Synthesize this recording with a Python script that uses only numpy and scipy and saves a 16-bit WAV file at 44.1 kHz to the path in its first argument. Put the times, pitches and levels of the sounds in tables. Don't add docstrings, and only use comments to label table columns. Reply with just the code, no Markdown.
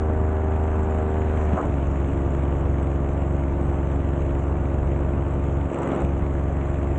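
import sys
import numpy as np
from scipy import signal
from scipy.fft import rfft, irfft, next_fast_len
from scipy.io import wavfile
from scipy.ndimage import uniform_filter1d, map_coordinates

SR = 44100
rng = np.random.default_rng(int(sys.argv[2]) if len(sys.argv) > 2 else 0)


def field_ratio(decibels):
    return 10 ** (np.asarray(decibels, dtype=float) / 20)


def transcribe(signal):
    frames = np.atleast_2d(signal).T
    limited = np.clip(frames, -1, 1)
    pcm = np.round(limited * 32767).astype(np.int16)
    wavfile.write(sys.argv[1], SR, pcm)


N = 307818
BLADES = 3


def unit(x):
    return x / np.sqrt(np.mean(x ** 2) + 1e-20)


def along(points, hz):
    f, v = np.transpose(points)
    return np.interp(np.log(hz + 1), np.log(f + 1), v)


def curves(rows):
    s, *columns = np.transpose(rows)
    return [np.interp(np.arange(N) / SR, s, column) for column in columns]


def window(start, stop, rise_s, fall_s):
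    t = np.arange(N) / SR
    rise = np.clip(np.minimum((np.minimum(t, stop) - start) / rise_s, 1), 0, 1)
    return rise * np.clip(1 - (t - stop) / fall_s, 0, 1)


def wobble(rate):
    coarse = np.arange(0, N + 32, 32)
    knots = rng.standard_normal(int(N * rate / SR) + 4)
    return np.interp(np.arange(N), coarse, map_coordinates(knots, [coarse * rate / SR]))


def filtered(x, response):
    m = next_fast_len(N + SR // 2)
    return irfft(rfft(x, m) * response(np.fft.rfftfreq(m, 1 / SR)), m)[:N]


def coloured(x, spectrum):
    return unit(filtered(x, lambda hz: field_ratio(along(spectrum, hz))))


def rush(spectrum, pulse_db, patchy_db):
    z = signal.stft(rng.standard_normal(N), nperseg=512)[2]
    patches = uniform_filter1d(rng.standard_normal(z.shape), 6, 0)
    patches = unit(uniform_filter1d(patches, 8, 1))
    white = signal.istft(z * field_ratio(patchy_db * patches), nperseg=512)[1][:N]
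    return coloured(white * field_ratio(pulse_db), spectrum)


# (time [s], blade-pass frequency [Hz])
PROPELLER_SPEED = [(0.0, 77.4), (0.7, 77.54), (1.3, 77.37), (1.46, 76.3), (1.54, 74.8), (1.62, 72.5),
                   (1.7, 70.3), (1.78, 68.7), (1.86, 68.63), (1.96, 68.95), (2.25, 68.87), (3.2, 68.95),
                   (3.6, 69.09), (4.2, 68.86), (5.25, 68.92), (5.5, 69.01), (6.7, 69.14), (6.98, 69.08)]


def blade_rate():
    return curves(PROPELLER_SPEED)[0]


def throttle():
    return np.clip((blade_rate() - 69.5) / 7.5, 0, 1)


# (multiple of blade rate [1], level [dB])
BLADE_TONES_FAST = [(1, 2.5), (2, -24.5), (3, -12.5), (4, -16), (5, -8.5), (6, -13.5), (7, -21), (8, -16),
                    (9, -17.5), (10, -18), (11, -22), (12, -23), (13, -23.5), (14, -33.5), (15, -25.5),
                    (16, -37.5), (17, -32.5), (18, -64), (19, -32), (20, -41)]
# (multiple of blade rate [1], level [dB])
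BLADE_TONES_SLOW = [(1, 1), (2, -6.5), (3, -38), (4, -12.5), (5, -11), (6, -16.5), (7, -20), (8, -18.5),
                    (9, -18), (10, -21.5), (11, -25), (12, -28.5), (13, -25), (14, -29), (15, -38),
                    (16, -30.5), (17, -28), (18, -43), (19, -51), (20, -40)]
# (shaft order [1], fast level [dB], slow level [dB])
SHAFT_TONES = [(1, -21, -20), (2, -15, -19), (4, -10.5, -5.5), (5, -26, -17), (7, -15, -14.5),
               (8, -24, -18), (10, -16, -19), (11, -26, -24), (14.525, -40, -19), (26, -36, -29),
               (28, -36, -31), (29, -34, -30), (32, -38, -29), (53, -38, -37), (56, -44, -37),
               (62, -38, -38), (65, -40, -40)]


def tones(angle):
    fast, shaft_hz = throttle(), blade_rate() / BLADES
    frame_hz, frame_width_hz, frame_db = 289.6, 9.6, 7.5
    rows = []
    for (multiple, fast_db), (_, slow_db) in zip(BLADE_TONES_FAST, BLADE_TONES_SLOW):
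        rows.append((BLADES * round(multiple), fast_db, slow_db))
    total = np.zeros(N)
    for order, fast_db, slow_db in rows + SHAFT_TONES:
        unsteady = min(0.061 * order, 1.1)
        level_db = slow_db + fast * (fast_db - slow_db) + 1.3 * unsteady * wobble(6)
        level_db += frame_db * np.exp(-((order * shaft_hz - frame_hz) / frame_width_hz) ** 2)
        lag = 0.3 + 1.9 * np.exp(-((order - 11.5) / 5) ** 4)
        lag += np.pi * (order < BLADES)
        lag -= 1.1 * (order in (5, 8))
        echo = 1.5 * rng.standard_normal() * (order > 18)
        if order > 13:
            snap_lag = (2 + 0.38 * order) % (2 * np.pi)
            lag = lag + fast * (snap_lag - lag + 0.7 * echo)
        phase = order * angle - lag + echo + 0.42 * unsteady * wobble(6)
        total -= field_ratio(level_db) * np.sin(phase)
    return np.sqrt(2) * field_ratio(-25) * total


# (time [s], level [dB])
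ROUGH_AIR = [(0, -3), (0.6, -0.5), (1.2, 1.5), (1.6, 4.5), (1.7, -0.5), (2.2, 0.1), (3.0, -1.5),
             (4.1, -0.5), (5.2, -1.5), (7, 1)]


def air_level(calm_db, growth):
    return field_ratio(calm_db + growth * curves(ROUGH_AIR)[0])


def puffs(angle):
    pulse = np.maximum(np.cos(BLADES * (angle + 0.12)), 0) ** 2
    return pulse * np.clip(np.abs(wobble(70)), 0, 2)


def heavy_blade(angle):
    return np.maximum(np.cos(angle + 0.3), 0) ** 9


def snaps():
    return np.clip(wobble(260) - 1.3, 0, 0.9)


# (frequency [Hz], level [dB per Hz])
BUFFET_SPECTRUM = [(12, -33), (24, -17), (42, 2.5), (62, -2), (100, 0), (190, -6), (340, -12.5), (600, -78)]
# (time [s], length [s], level over normal [dB])
BUFFET_SURGES = [
    (1.513, 0.043, 9),
    (6.023, 0.03, 7.5),
]


def buffet():
    surge_db = sum(db * window(s, s + length, 0.023, 0.008) for s, length, db in BUFFET_SURGES)
    return air_level(-31, 0.3) * field_ratio(surge_db) * rush(BUFFET_SPECTRUM, 0.94 * wobble(9), patchy_db=-1.0)


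# (frequency [Hz], level [dB per Hz])
WAKE_SLOW_SPECTRUM = [(60, -19.5), (150, -1.5), (300, -3.5), (600, -6.5), (1000, -12), (1500, -18),
                      (2000, -28.5), (3000, -67.5)]
# (frequency [Hz], level [dB per Hz])
WAKE_FAST_SPECTRUM = [(60, -24.5), (150, -4.5), (300, -3), (600, -4.5), (1000, -9.5), (1500, -14),
                      (2000, -23), (3000, -71.5)]


def wake(angle):
    fast, total = throttle(), np.zeros(N)
    for share, spectrum in ((fast, WAKE_FAST_SPECTRUM), (1 - fast, WAKE_SLOW_SPECTRUM)):
        pulse_db = 1.8 * puffs(angle) + 3 * snaps()
        total += np.sqrt(share) * rush(spectrum, pulse_db, patchy_db=0.5)
    return air_level(-34, 0.31) * total


# (frequency [Hz], level [dB per Hz])
SWISH_SPECTRUM = [(600, -25), (1200, -10.5), (1700, 0.5), (2200, 0), (2900, -5.5), (3600, -15.5),
                  (4200, -23.5), (4800, -35.5), (5500, -70.5)]


def swish(angle):
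    pulse_db = 3 * puffs(angle) + 3 * heavy_blade(angle) + 6 * snaps()
    return air_level(-51.5, 0.9) * rush(SWISH_SPECTRUM, pulse_db, patchy_db=1.5)


# (frequency [Hz], level [dB per Hz])
HISS_SPECTRUM = [(4200, -47.5), (4800, -26), (5200, -20), (5900, -6.5), (7260, 0.5), (8040, -4),
                 (8510, -13), (8900, -30), (9200, -45.5), (9800, -56)]


def hiss(angle):
    pulse_db = 3 * puffs(angle) + 3 * heavy_blade(angle) + 4 * snaps() + 0.5 * wobble(160)
    return air_level(-64.5, 0.93) * rush(HISS_SPECTRUM, pulse_db, patchy_db=-2.5)


# (frequency [Hz], level [dB per Hz])
CRACK_SPECTRUM = [(500, -41.5), (1000, -3.5), (1500, -0.5), (2500, -5.5), (3600, -22), (4800, -59.5),
                  (6800, -33.5), (8000, -24.5), (8700, -42)]


def cracks(angle):
    scatter_db, heavy_db, jitter_s = 2.5, 5, 0.0012
    passes = np.floor(BLADES * (angle + 0.2) / (2 * np.pi))
    at = np.flatnonzero(np.diff(passes)) + 1
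    size_chance, time_chance, sign_chance = rng.standard_normal((3, len(at)))
    size_db = scatter_db * np.clip(size_chance, -2, 1.5) + heavy_db * (passes[at] % BLADES == 0)
    at = np.clip(at + np.round(jitter_s * SR * time_chance).astype(int), 0, N - 1)
    blows = np.bincount(at, field_ratio(size_db) * np.sign(sign_chance), minlength=N)
    return field_ratio(-55.5) * unit(filtered(blows, lambda hz: field_ratio(along(CRACK_SPECTRUM, hz)) * (hz < 8800)))


# (time [s], level [dB])
RUMBLE_LEVEL = [(0, -43.5), (0.7, -40.5), (1.5, -37), (1.75, -37), (2.2, -40.5), (2.7, -42.5), (3.2, -37.5),
                (3.8, -45.5), (4.9, -43), (5.2, -39), (5.6, -43), (6.98, -42.5)]
# (frequency [Hz], level [dB per Hz])
RUMBLE_SPECTRUM = [(10, -32), (22, -3.5), (40, 9.5), (52, -4.5), (70, -55)]


def rumble():
    return field_ratio(curves(RUMBLE_LEVEL)[0] - 2) * rush(RUMBLE_SPECTRUM, 2 * wobble(7), patchy_db=0.6)


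# (time [s], length [s], final level [dB], swell up to it [dB], first centre [Hz], last centre [Hz])
PORT_GUSTS = [
    (1.563, 0.042, -21.5, -1.5, 380, 950),
    (1.62, 0.045, -24.5, 4.5, 500, 358),
    (5.677, 0.342, -28.5, 6.5, 270, 249),
]


def gusts(angle):
    rise_s, fall_s = 0.027, 0.027
    whistle_db, whistle_growth = -13.5, 1.3
    chop = field_ratio(1.5 * np.cos(BLADES * (angle - 0.4)))
    total = np.zeros(N)
    for start, length, db, swell, first_hz, last_hz in PORT_GUSTS:
        stop = start + length
        swell_db, centre_hz = curves([(start, -swell, first_hz), (stop, 0, last_hz)])
        shape = chop * window(start - rise_s / 2, stop, rise_s, fall_s) ** 2
        noise = rng.standard_normal(N)
        for band_hz in (200, 340, 600, 1050):
            def resonance(f):
                damping = 1j * f * 0.6 * band_hz
                return damping / (band_hz ** 2 - f * f + damping) / (1 + (f / 1450) ** 10)
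            band = filtered(noise, resonance)
            power = np.abs(uniform_filter1d(band ** 2, size=700))
            even = band / np.sqrt(power + 1e-9)
            nearness = np.exp(-(np.log2(centre_hz / band_hz) / 0.84) ** 2)
            total += shape * field_ratio(db + swell_db - 5.5) * nearness * even
        whistle_level = length * field_ratio(db + whistle_db + whistle_growth * swell_db)
        total += shape * whistle_level * coloured(noise, SWISH_SPECTRUM)
    return total


# (time [s], peak level [dB])
HOUSING_TICKS = [(5.5705, -55), (5.6565, -53), (5.7019, -49), (5.7159, -43.5), (5.7326, -45), (5.744, -37),
                 (5.787, -41.5), (5.82, -43), (5.8306, -44.5), (5.8748, -43.5), (5.8884, -46.5),
                 (5.9179, -51), (5.9506, -42), (5.9609, -43), (5.9754, -62), (6.005, -45), (6.0184, -41),
                 (6.0404, -56), (6.0477, -47)]
# (frequency [Hz], level [dB], decay time by 60 dB [s])
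HOUSING_MODES = [(7800, 1, 0.0048), (6900, -10, 0.004), (5960, -17.5, 0.007), (2540, 1.5, 0.0048)]


def ticks():
    attack_s, delay_s = 0.00048, 0.0009
    total, t = np.zeros(N), np.arange(400) / SR
    chance = rng.standard_normal((len(HOUSING_TICKS), len(HOUSING_MODES)))
    for (s, db), scatter in zip(HOUSING_TICKS, chance):
        ring = np.zeros(len(t))
        for k, ((hz, level, t60), r) in enumerate(zip(HOUSING_MODES, scatter)):
            strike_db = level + min(k, 1) * 4.7 * r
            ring += field_ratio(strike_db - 60 * t / t60) * np.sin(2 * np.pi * hz * t)
        total[round((s + delay_s) * SR):][:len(t)] += field_ratio(db + 6.5) * ring * (1 - np.exp(-t / attack_s))

    def port(hz):
        return (1 - 0.9 * np.exp(-((hz - 4900) / 600) ** 2)) / (1 + (hz / 9000) ** 24)
    return filtered(total, port)


def scene():
    angle = 2 * np.pi * np.cumsum(blade_rate() / BLADES) / SR + 2.96
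    air = buffet() + wake(angle) + swish(angle) + hiss(angle)
    propeller = tones(angle) + air + cracks(angle) + rumble()
    return (propeller + gusts(angle) + ticks())[None]


def top_cut(x):
    return signal.sosfilt(signal.butter(12, 9700, fs=SR, output="sos"), x)


# (on time [s], off time [s], bass cut [0-1])
WIND_CUTS = [
    (1.55, 1.658, 0.44),
    (1.584, 1.621, 0.9),
    (5.676, 6.014, 0.85),
]
# (time [s], gain [dB])
GAIN_CONTROL = [(1.575, -0.5), (1.6, -2.5), (1.63, 0), (1.66, -0.5), (1.76, 0), (5.65, -0.5), (5.68, -1.5),
                (5.72, 0.5), (5.82, 3), (6.02, 2.5), (6.1, -1)]


def record(dry):
    switch_s, rest_slow, rest_fast = 0.014, 0.08, 0.031
    cut = rest_slow + (rest_fast - rest_slow) * throttle()
    for on, off, depth in WIND_CUTS:
        cut = np.maximum(cut, depth * window(on, off, switch_s, switch_s))
    thin = filtered(dry[0], lambda hz: 1 / (1 + (150 / (hz + 1)) ** 4))
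    mix = (1 - cut) * dry[0] + cut * thin
    return top_cut(mix[None] * field_ratio(curves(GAIN_CONTROL)[0]))


dry = scene()
out = record(dry)
transcribe(out)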